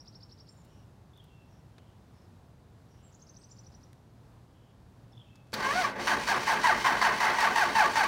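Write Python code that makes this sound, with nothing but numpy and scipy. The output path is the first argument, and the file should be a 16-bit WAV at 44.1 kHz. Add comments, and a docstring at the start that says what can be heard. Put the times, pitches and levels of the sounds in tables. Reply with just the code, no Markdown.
"""Small birds trill and call over a distant rumble, in a quiet farmyard by a wood.
A far hum wavers, and a few small clicks come from dry leaves and the cab of a cold diesel pickup.
Then the starter's solenoid (an electric plunger) clacks a small gear into place to crank the engine.
The gear whine sags and grinds each time a piston squeezes its air, about five times a second,
and the engine chuffs in between."""
import sys
import numpy as np
from scipy import signal
from scipy.fft import rfft, irfft, next_fast_len
from scipy.io import wavfile
from scipy.ndimage import uniform_filter1d, map_coordinates

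SR = 44100
rng = np.random.default_rng(int(sys.argv[2]) if len(sys.argv) > 2 else 0)


def transcribe(signal):
    """Save signal, clipped to [-1, 1], as a 16-bit WAV file at the path in sys.argv[1]."""
    frames = np.atleast_2d(signal).T
    limited = np.clip(frames, -1, 1)
    pcm = np.round(limited * 32767).astype(np.int16)
    wavfile.write(sys.argv[1], SR, pcm)


N = 355887
TIME = np.arange(N) / SR
FREQ = np.fft.rfftfreq(N, 1 / SR)

# the engine's first slow heave from rest; levels are relative
# (time [s], gear pitch [Hz], grind [dB], whine [dB], rasp [dB])
FIRST_HEAVE = [(5.53, 190.7, -40.5, -49.5, -41.5), (5.615, 480.8, -32.5, -43, -41),
               (5.64, 521.8, -28.5, -36, -37.5), (5.715, 575.6, -32.5, -32.5, -37.5),
               (5.76, 720.5, -34, -30.5, -36), (5.805, 750.5, -36, -30, -35.5),
               (5.853, 565.8, -28, -28, -36), (5.89, 520, -33, -57, -43.5), (5.95, 480, -40, -58, -55.5),
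               (6.005, 769, -34, -42, -40.5), (6.06, 988, -40.5, -57, -38)]


def gain_of(db):
    """Turns decibels into a number to multiply a sound by."""
    return 10 ** (np.asarray(db) / 20)


def evened(x):
    """Scales a signal to an average strength (rms) of 1."""
    return x / np.sqrt(np.mean(x ** 2) + 1e-20)


def gain_at(points, hz):
    """Reads the gain at hz from a curve of (frequency [Hz], level [dB]) points."""
    f, db = np.transpose(points)
    return gain_of(np.interp(np.log(hz + 1), np.log(f + 1), db))


def colour(x, gain):
    """Filters a sound by a gain for each frequency in FREQ; ringing comes only after its cause."""
    size = next_fast_len(N + SR // 2)
    log_gain = np.log(np.interp(abs(np.fft.fftfreq(size, 1 / SR)), FREQ, gain) + 1e-5)
    response = np.exp(np.conj(signal.hilbert(log_gain)))[:size // 2 + 1]
    return irfft(rfft(x, size) * response, size)[:N]


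def wander(hz):
    """A smooth random wobble of strength 1 that passes hz random values a second."""
    knots = rng.standard_normal(8000)
    return evened(map_coordinates(knots, [TIME * hz], order=2, mode="wrap"))


def ramp(length):
    """Runs from 0 to 1 in the given seconds."""
    return np.linspace(0, 1, max(int(length * SR), 16))


def add(mix, s, sound):
    """Mixes a sound in, starting at s seconds."""
    start = round(s * SR)
    sound = sound[max(-start, 0):]
    part = mix[max(start, 0):][:len(sound)]
    part += sound[:len(part)]


def echoes(x, fade_s, delay_s):
    """Scattered reflections that die away by 60 dB in fade_s."""
    t = np.arange(SR) / SR
    taps = rng.standard_normal(SR) * (rng.random(SR) < .1) * (t > delay_s) * gain_of(-60 * t / fade_s)
    return signal.oaconvolve(x, taps / np.linalg.norm(taps))[:N]


def yard(air_db=-56, hum_hz=118):
    """A distant rumble in still air, and a far, wavering hum."""
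    # tone colour of the air (frequency [Hz], relative level [dB])
    air_colour = [(15, -48), (25, -34), (42, -8.5), (86, -2), (116, -0.5), (260, -12), (457, -18),
                  (552, -19), (895, -20.5), (1240, -26), (1660, -29.5), (2170, -34), (3090, -36),
                  (3830, -35.5), (15500, -49.5)]
    # loudness the hum wavers around (time [s], level [dB])
    hum_levels = [(0, -68), (3.3, -68), (4, -60.5), (4.6, -66), (5.1, -57), (8.07, -60.5)]
    air = evened(colour(rng.standard_normal(N), gain_at(air_colour, FREQ)))
    air *= gain_of(air_db + .5 * wander(4.2))
    hum = np.sqrt(2) * np.sin(2 * np.pi * np.cumsum(hum_hz + 3 * wander(15)) / SR)
    return air + hum * gain_of(np.interp(TIME, *np.transpose(hum_levels)) + 0.82 * wander(5.0))


def chirp(hz, db, taper=0.51):
    """A pure whistle along a pitch curve, with soft ends."""
    return gain_of(db) * signal.windows.tukey(len(hz), taper) * np.sin(2 * np.pi * np.cumsum(hz) / SR)


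def trills(hook_s=.011, lead_s=.027, ahead_s=.039):
    """A close bird sings runs of notes that sweep up and hook down; each run sinks and slows."""
    # one row a run (time [s], notes [count], gap [s], last note's delay [s], upsweep [s], top pitch [Hz],
    # extra pitch at the start [Hz], place of greatest loudness [note number], level there [dB])
    runs = [(.009, 4, .0757, 0.00062, .017, 5640, 0, 1, -49),
            (.327, 3, 0.082, 0.0046, 0.019, 5580, 3, -1.5, -51),
            (3.153, 10, .0735, .025, 0.014, 6300, 780, 4, -50.5)]
    sweep_from, hook_to, sink_per_note = .56, .74, .0071  # shares of the top pitch
    song, lead = np.zeros((2, N))
    for start, count, gap, lag, sweep, hz, lift_hz, loudest, peak_db in runs:
        rise = 1 - (1 - sweep_from) * (1 - ramp(sweep)) ** 1.6
        fall = 1 - (1 - hook_to) * ramp(hook_s) ** 1.5
        bend = np.r_[rise, fall]
        shape_db = -42 * (1 - bend) + np.r_[np.zeros(len(rise)), -16 * ramp(hook_s)]  # loudest on top
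        for k in range(round(count)):
            s = start + k * gap + lag * (k / (count - 1)) ** 7.3
            top_hz = hz * (1 - sink_per_note * k) + lift_hz * np.exp(-k / 1.04)
            db = peak_db - 0.35 * (k - loudest) ** 2
            add(song, s - sweep, chirp(top_hz * bend, db + shape_db, taper=0.12))
            # the other side of the bird's voice box leads in with a softer, hoarse upsweep
            lead_hz = top_hz * (.74 + .38 * ramp(lead_s) ** 1.4)
            add(lead, s - ahead_s, chirp(lead_hz, db - 11, taper=0.79))
    return song * gain_of(0.2 + 2 * wander(500)) + lead * wander(1200)


def whistles(chip_s=.015, chip_gap_s=.021, held_s=.2):
    """Birds whistle thin arches, and quick chips that sink into a held note; all slightly hoarse."""
    # whistles that rise and fall (time [s], length [s], top pitch [Hz], relative level [dB])
    arches = [(.478, .063, 7450, -66), (.481, 0.064, 8800, -70), (0.56, 0.071, 7200, -68),
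              (3.024, 0.068, 7650, -63), (3.373, .078, 8260, -66), (3.493, 0.05, 7250, -59.5),
              (5.118, .018, 5380, -62)]
    # chips, then a held note; levels are relative (time [s], chips [count], chip pitch [Hz],
    # chip level [dB], wait for the note [s], note pitch [Hz], note level [dB])
    chip_calls = [(1.133, 4, 3550, -59, 0.15, 2710, -67), (5.128, 5, 3510, -57.5, .125, 2630, -67.5)]
    arch_drop, chip_rise, chip_sink = .13, .096, .083  # shares of the pitch
    song = np.zeros(N)
    for s, length, top_hz, db in arches:
        add(song, s, chirp(top_hz * (1 - arch_drop * abs(2 * ramp(length) - 1) ** 2.8), db))
    for s, count, hz, db, wait, held_hz, held_db in chip_calls:
        for k, progress in enumerate(np.linspace(0, 1, round(count))):
            spent = progress ** 3
            pitch = hz * (1 - chip_sink * spent + chip_rise * (1 - spent) * (ramp(chip_s) - .5))
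            add(song, s + k * chip_gap_s, chirp(pitch, db + 6 * (progress - .5)))
        add(song, s, blur(length=0.21, hz=hz * 0.85, db=db - 15))
        add(song, s + wait, chirp(held_hz * (1 - 0.031 * (ramp(held_s) - .5)), held_db))
    return song * gain_of(3.6 * wander(300))


def blur(length, hz, db, width_hz=480):
    """A call so scattered by tree trunks that only a narrow hiss around its pitch arrives."""
    size = int(length * SR)
    band = signal.butter(2, [hz - width_hz / 2, hz + width_hz / 2], "bandpass", fs=SR, output="sos")
    hiss = evened(signal.sosfilt(band, rng.standard_normal(size)))
    return gain_of(db) * hiss * signal.windows.tukey(size, .7)


def far_calls():
    """Other birds answer from deep in the wood, heard only as a blur."""
    # distant calls (time [s], length [s], pitch [Hz])
    calls = [(0.597, 0.3, 2950), (.657, .22, 5650), (1.45, .2, 5600), (1.682, .35, 3050),
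             (2.103, 0.2, 5300), (2.854, 0.2, 5650), (2.91, 0.25, 2920), (4.46, 0.36, 3100)]
    out = np.zeros(N)
    for s, length, hz in calls:
        add(out, s, blur(length, hz, db=-78))
    return out


def birds():
    """All the birds together: bare trees scatter the songs, the farther ones most."""
    near, farther = trills(), whistles()
    wood = echoes(gain_of(-12.5) * near + gain_of(-9.0) * farther, fade_s=0.96, delay_s=0.012)
    branches = gain_of(-9) * echoes(near, fade_s=0.092, delay_s=.001)
    return near + gain_of(-3.0) * farther + wood + branches + far_calls()


def clicks():
    """Short snaps about the cab and in dry leaves: bursts of noise, each dull or bright."""
    # one row a snap (time [s], peak level [dB], brightness [Hz], decay time [s])
    snaps = [(.648, -55, 9200, .005), (1.175, -54, 9000, .002), (1.240, -58, 9000, .008),
             (1.782, -46, 1700, .004), (3.931, -48.5, 4190, .0011), (5.356, -51.5, 3500, .0067),
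             (5.470, -61, 3920, .004), (5.521, -50, 3470, .008)]
    out, t = np.zeros(N), np.arange(SR // 16) / SR
    for s, db, bright_hz, decay in snaps:
        band = signal.butter(2, [bright_hz / 8, min(bright_hz * 2, SR / 2.2)], "bandpass", fs=SR)
        snap = signal.lfilter(*band, rng.standard_normal(len(t))) * np.exp(-t / decay)
        add(out, s, gain_of(db) * snap / abs(snap).max())
    return out


def solenoid(hit_s=5.5372, decay_s=0.0057):
    """The plunger slides, then throws the starter's small gear home: a bright clack of steel."""
    # tone colour of the clack (frequency [Hz], relative level [dB])
    steel = [(300, -23), (1700, 9.0), (2800, -9), (4200, 6.5), (6000, -5), (9000, -15), (15000, -14)]
    age, slide_age = np.maximum(TIME - hit_s, 0), np.maximum(TIME - hit_s + 0.0053, 0)
    ring = evened(colour(rng.standard_normal(N), gain_at(steel, FREQ)))
    blow = 2 * (1 - np.exp(-age / 0.002)) * np.exp(-age / decay_s)
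    slide = gain_of(-8) * (1 - np.exp(-slide_age / 0.0022)) * np.exp(-slide_age / 0.023)
    return gain_of(-30.5) * ring * (blow + slide)


def crank_motion():
    """Gear pitch and strength of grind, whine, rasp and chuff: each piston's squeeze brakes the gears."""
    # one row a squeeze; levels are relative (time [s], unbraked gear pitch [Hz],
    # time until the piston is at the top [s], grind [dB], whine [dB], knock [dB])
    strokes = np.array([(6.068, 990.7, 0.068, -26.5, -30, -42), (6.271, 978.1, .072, -26, -29, -30),
                        (6.467, 981.4, 0.074, -26, -31.5, -30), (6.630, 989.2, 0.089, -25.5, -24, -40),
                        (6.842, 1063, 0.074, -23.5, -27.5, -34), (7.011, 1020, 0.075, -24, -26, -30),
                        (7.200, 998.7, 0.082, -23, -28, -25.5), (7.383, 970.7, .088, -24.5, -26.5, -37),
                        (7.555, 929.7, .1, -26.5, -26, -40), (7.750, 911.3, .1, -26.5, -25, -40),
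                        (7.952, 923, 0.099, -26, -25.5, -38)])
    speed_loss, recover_s = .395, .1
    bite_s, let_go_s, grind_fade_s = .0046, .032, .12
    stroke = np.maximum(np.searchsorted(strokes[:, 0], TIME) - 1, 0)
    start, free_hz, squeeze_s, grind_db, whine_db, knock_db = strokes[stroke].T
    next_hz = strokes[np.minimum(stroke + 1, len(strokes) - 1), 1]
    age = np.maximum(TIME - start, 0)
    past_top = np.maximum(age - squeeze_s, 0)
    recovered = np.sin(np.pi / 2 * np.minimum(past_top / recover_s, 1)) ** 2
    sag = np.minimum(age / squeeze_s, 1) ** 2.3 * (1 - recovered)
    # the load bites at once and lets go after the piston passes the top
    bite = np.minimum(age / bite_s, 1)
    slack = 1 - bite * np.exp(-past_top / let_go_s)
    gear_hz = (free_hz + recovered * (next_hz - free_hz)) * (1 - speed_loss * sag)
    grind_db = grind_db - 13 * (1 - bite * np.maximum(1 - past_top / grind_fade_s, 0))
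    whine_db = whine_db - 16.5 * slack - 4 * sag
    rasp_db = -33.5 - 5 * slack - 3.5 * sag
    # each cylinder chuffs just after the top, over the engine's steady churn
    chuff_db = -45 + 7 * np.exp(-((age - squeeze_s - .032) / .043) ** 2)
    # as the piston springs back, the teeth cross the small gap between them and knock
    knock = gain_of(knock_db) * np.exp(-((past_top - .032) / .012) ** 2)
    cranking = [gear_hz, grind_db, whine_db, rasp_db, chuff_db]
    heave_times, *columns = np.transpose(FIRST_HEAVE)
    heave = [np.interp(TIME, heave_times, column) for column in columns] + [-41]  # steady chuff level
    heave[0] = uniform_filter1d(heave[0], size=1200)  # the flywheel rounds off changes of speed
    pitch, *levels = [np.where(age > 0, later, first) for first, later in zip(heave, cranking)]
    grind, whine, rasp, chuff = [gain_of(db) * (TIME > heave_times[0]) for db in levels]
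    return pitch, np.hypot(grind, knock), whine, rasp, chuff


def tooth_blows(teeth_passed, uneven_db, scrape):
    """Each gear tooth strikes once, then scrapes while it slides."""
    strength = gain_of(uneven_db * np.clip(rng.standard_normal(N), -2, 2))
    strikes = np.diff(np.floor(teeth_passed), prepend=0) * strength
    sliding = (1.0 + np.exp(-(teeth_passed % 1) / 0.71)) * rng.standard_normal(N)
    return evened(strikes * rng.choice([-1, 1], N)) + scrape * evened(sliding)


def starter(small_gear_teeth=11):
    """The small gear whines and grinds on the engine's big one, ringing their case; cylinders chuff."""
    # ringing notes of the metal case (frequency [Hz], width [Hz], boost [dB])
    case_notes = [(865, 6.2, 13), (901.4, 7.4, 9), (1001, 7.6, 6), (1041.3, 11.7, 13.5), (1108, 18, 7.5),
                  (1179, 22, 5.5), (1529, 65, 6), (1626, 15, 9), (1832, 16, 6), (2040, 77, 0),
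                  (2180, 21, -4), (2600, 100, 3), (3140, 29, -2), (4150, 170, 5.5), (4520, 100, 6),
                  (4460, 80, 9), (5970, 91, 4), (6150, 65, -6), (9660, 170, -3)]
    # tone colour of the grinding gears (frequency [Hz], relative level [dB])
    grind_colour = [(200, -30), (450, -20), (650, -5.5), (800, -0.5), (1030, -2), (1330, -5), (1600, -3.5),
                    (2000, -3), (2400, -14.5), (3200, -16.5), (6000, -39.5)]
    # dry rasp of the teeth (frequency [Hz], relative level [dB])
    rasp_colour = [(1200, -19), (2300, 3.5), (2900, 0.5), (3300, 0.5), (3700, -1), (4400, -5), (5200, 0),
                   (6200, -3.5), (7200, -8.5), (9200, -11), (10500, -16.5), (13000, -20), (15800, -18)]
    # how well the gear tone passes into the air (frequency [Hz], relative level [dB])
    whine_colour = [(350, -20), (570, -14.5), (730, 0), (880, -4), (1020, -8), (1160, 1), (1350, -8.5),
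                    (1530, -3), (1800, -9), (2200, -9.5), (3000, -23.5), (6000, -35)]
    # chuff of the engine and its pipe (frequency [Hz], relative level [dB])
    chuff_colour = [(30, -30), (46, 1), (80, -13), (155, -2.5), (190, -3), (217, 8.5), (245, -6.5),
                    (282, 4.5), (315, -12.5), (357, 6), (395, -4), (436, 4), (475, -2.5), (600, 2.5),
                    (1200, -57.5)]
    pitch, grind, whine, rasp, chuff = crank_motion()
    teeth_passed = np.cumsum(pitch * (1 + .013 * wander(240))) / SR
    ringing = sum(gain_of(2 * db) / (1 + (2 * (FREQ - hz) / width) ** 2) for hz, width, db in case_notes)
    case = np.sqrt(1 + ringing)
    running = TIME > FIRST_HEAVE[1][0]
    blows = tooth_blows(teeth_passed, uneven_db=0.0, scrape=1.0)
    gears = colour(blows, gain_at(grind_colour, FREQ) * case)
    scrapes = tooth_blows(teeth_passed, uneven_db=-1.5, scrape=6.6)
    teeth = colour(scrapes, gain_at(rasp_colour, FREQ) * case)
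    tone = np.zeros(N)
    for harmonic in range(1, 8):
        strength = np.sqrt(2) * gain_at(whine_colour, harmonic * pitch) * gain_of(3.2 * wander(160))
        tone += strength * np.sin(2 * np.pi * (harmonic * teeth_passed + rng.random()))
    tone = colour(whine * tone, case)  # swells as it slides through each note of the case
    # many small steel resonances ring along with the rasp
    teeth = teeth + 0.39 * echoes(teeth, fade_s=0.02, delay_s=.001)
    teeth = teeth / teeth[running].std()
    # harder contact is brighter: the rasp's treble grows faster than the rest
    dull = colour(teeth, 1 / np.sqrt(1 + (FREQ / 4000) ** 2))
    hardness = np.clip(rasp / gain_of(-35.5), 0, 1.5) ** 0.7
    rasping = rasp * (dull + hardness * (teeth - dull))
    # the small gear runs slightly off centre, so the sound throbs once a turn
    throb = gain_of(np.sin(2 * np.pi * teeth_passed / small_gear_teeth) + 1.17 * wander(110))
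    gear_sound = throb * (grind * gears / gears[running].std() + rasping + tone)
    pipe = chuff * evened(colour(rng.standard_normal(N), gain_at(chuff_colour, FREQ)))
    reflections = echoes(gear_sound, fade_s=0.042, delay_s=.004)
    return gain_of(-2.0) * gear_sound + gain_of(-13.0) * reflections + pipe


def scene():
    """Everything as heard from behind the truck, in one channel."""
    return (yard() + birds() + clicks() + solenoid() + starter())[None]


def record(dry):
    """Cuts away the very highest treble."""
    edge_hz = 15850
    low_pass = signal.firwin(511, edge_hz, window=("kaiser", 9), fs=SR)
    return signal.oaconvolve(dry, low_pass[None], "same")


dry = scene()
out = record(dry)
transcribe(out)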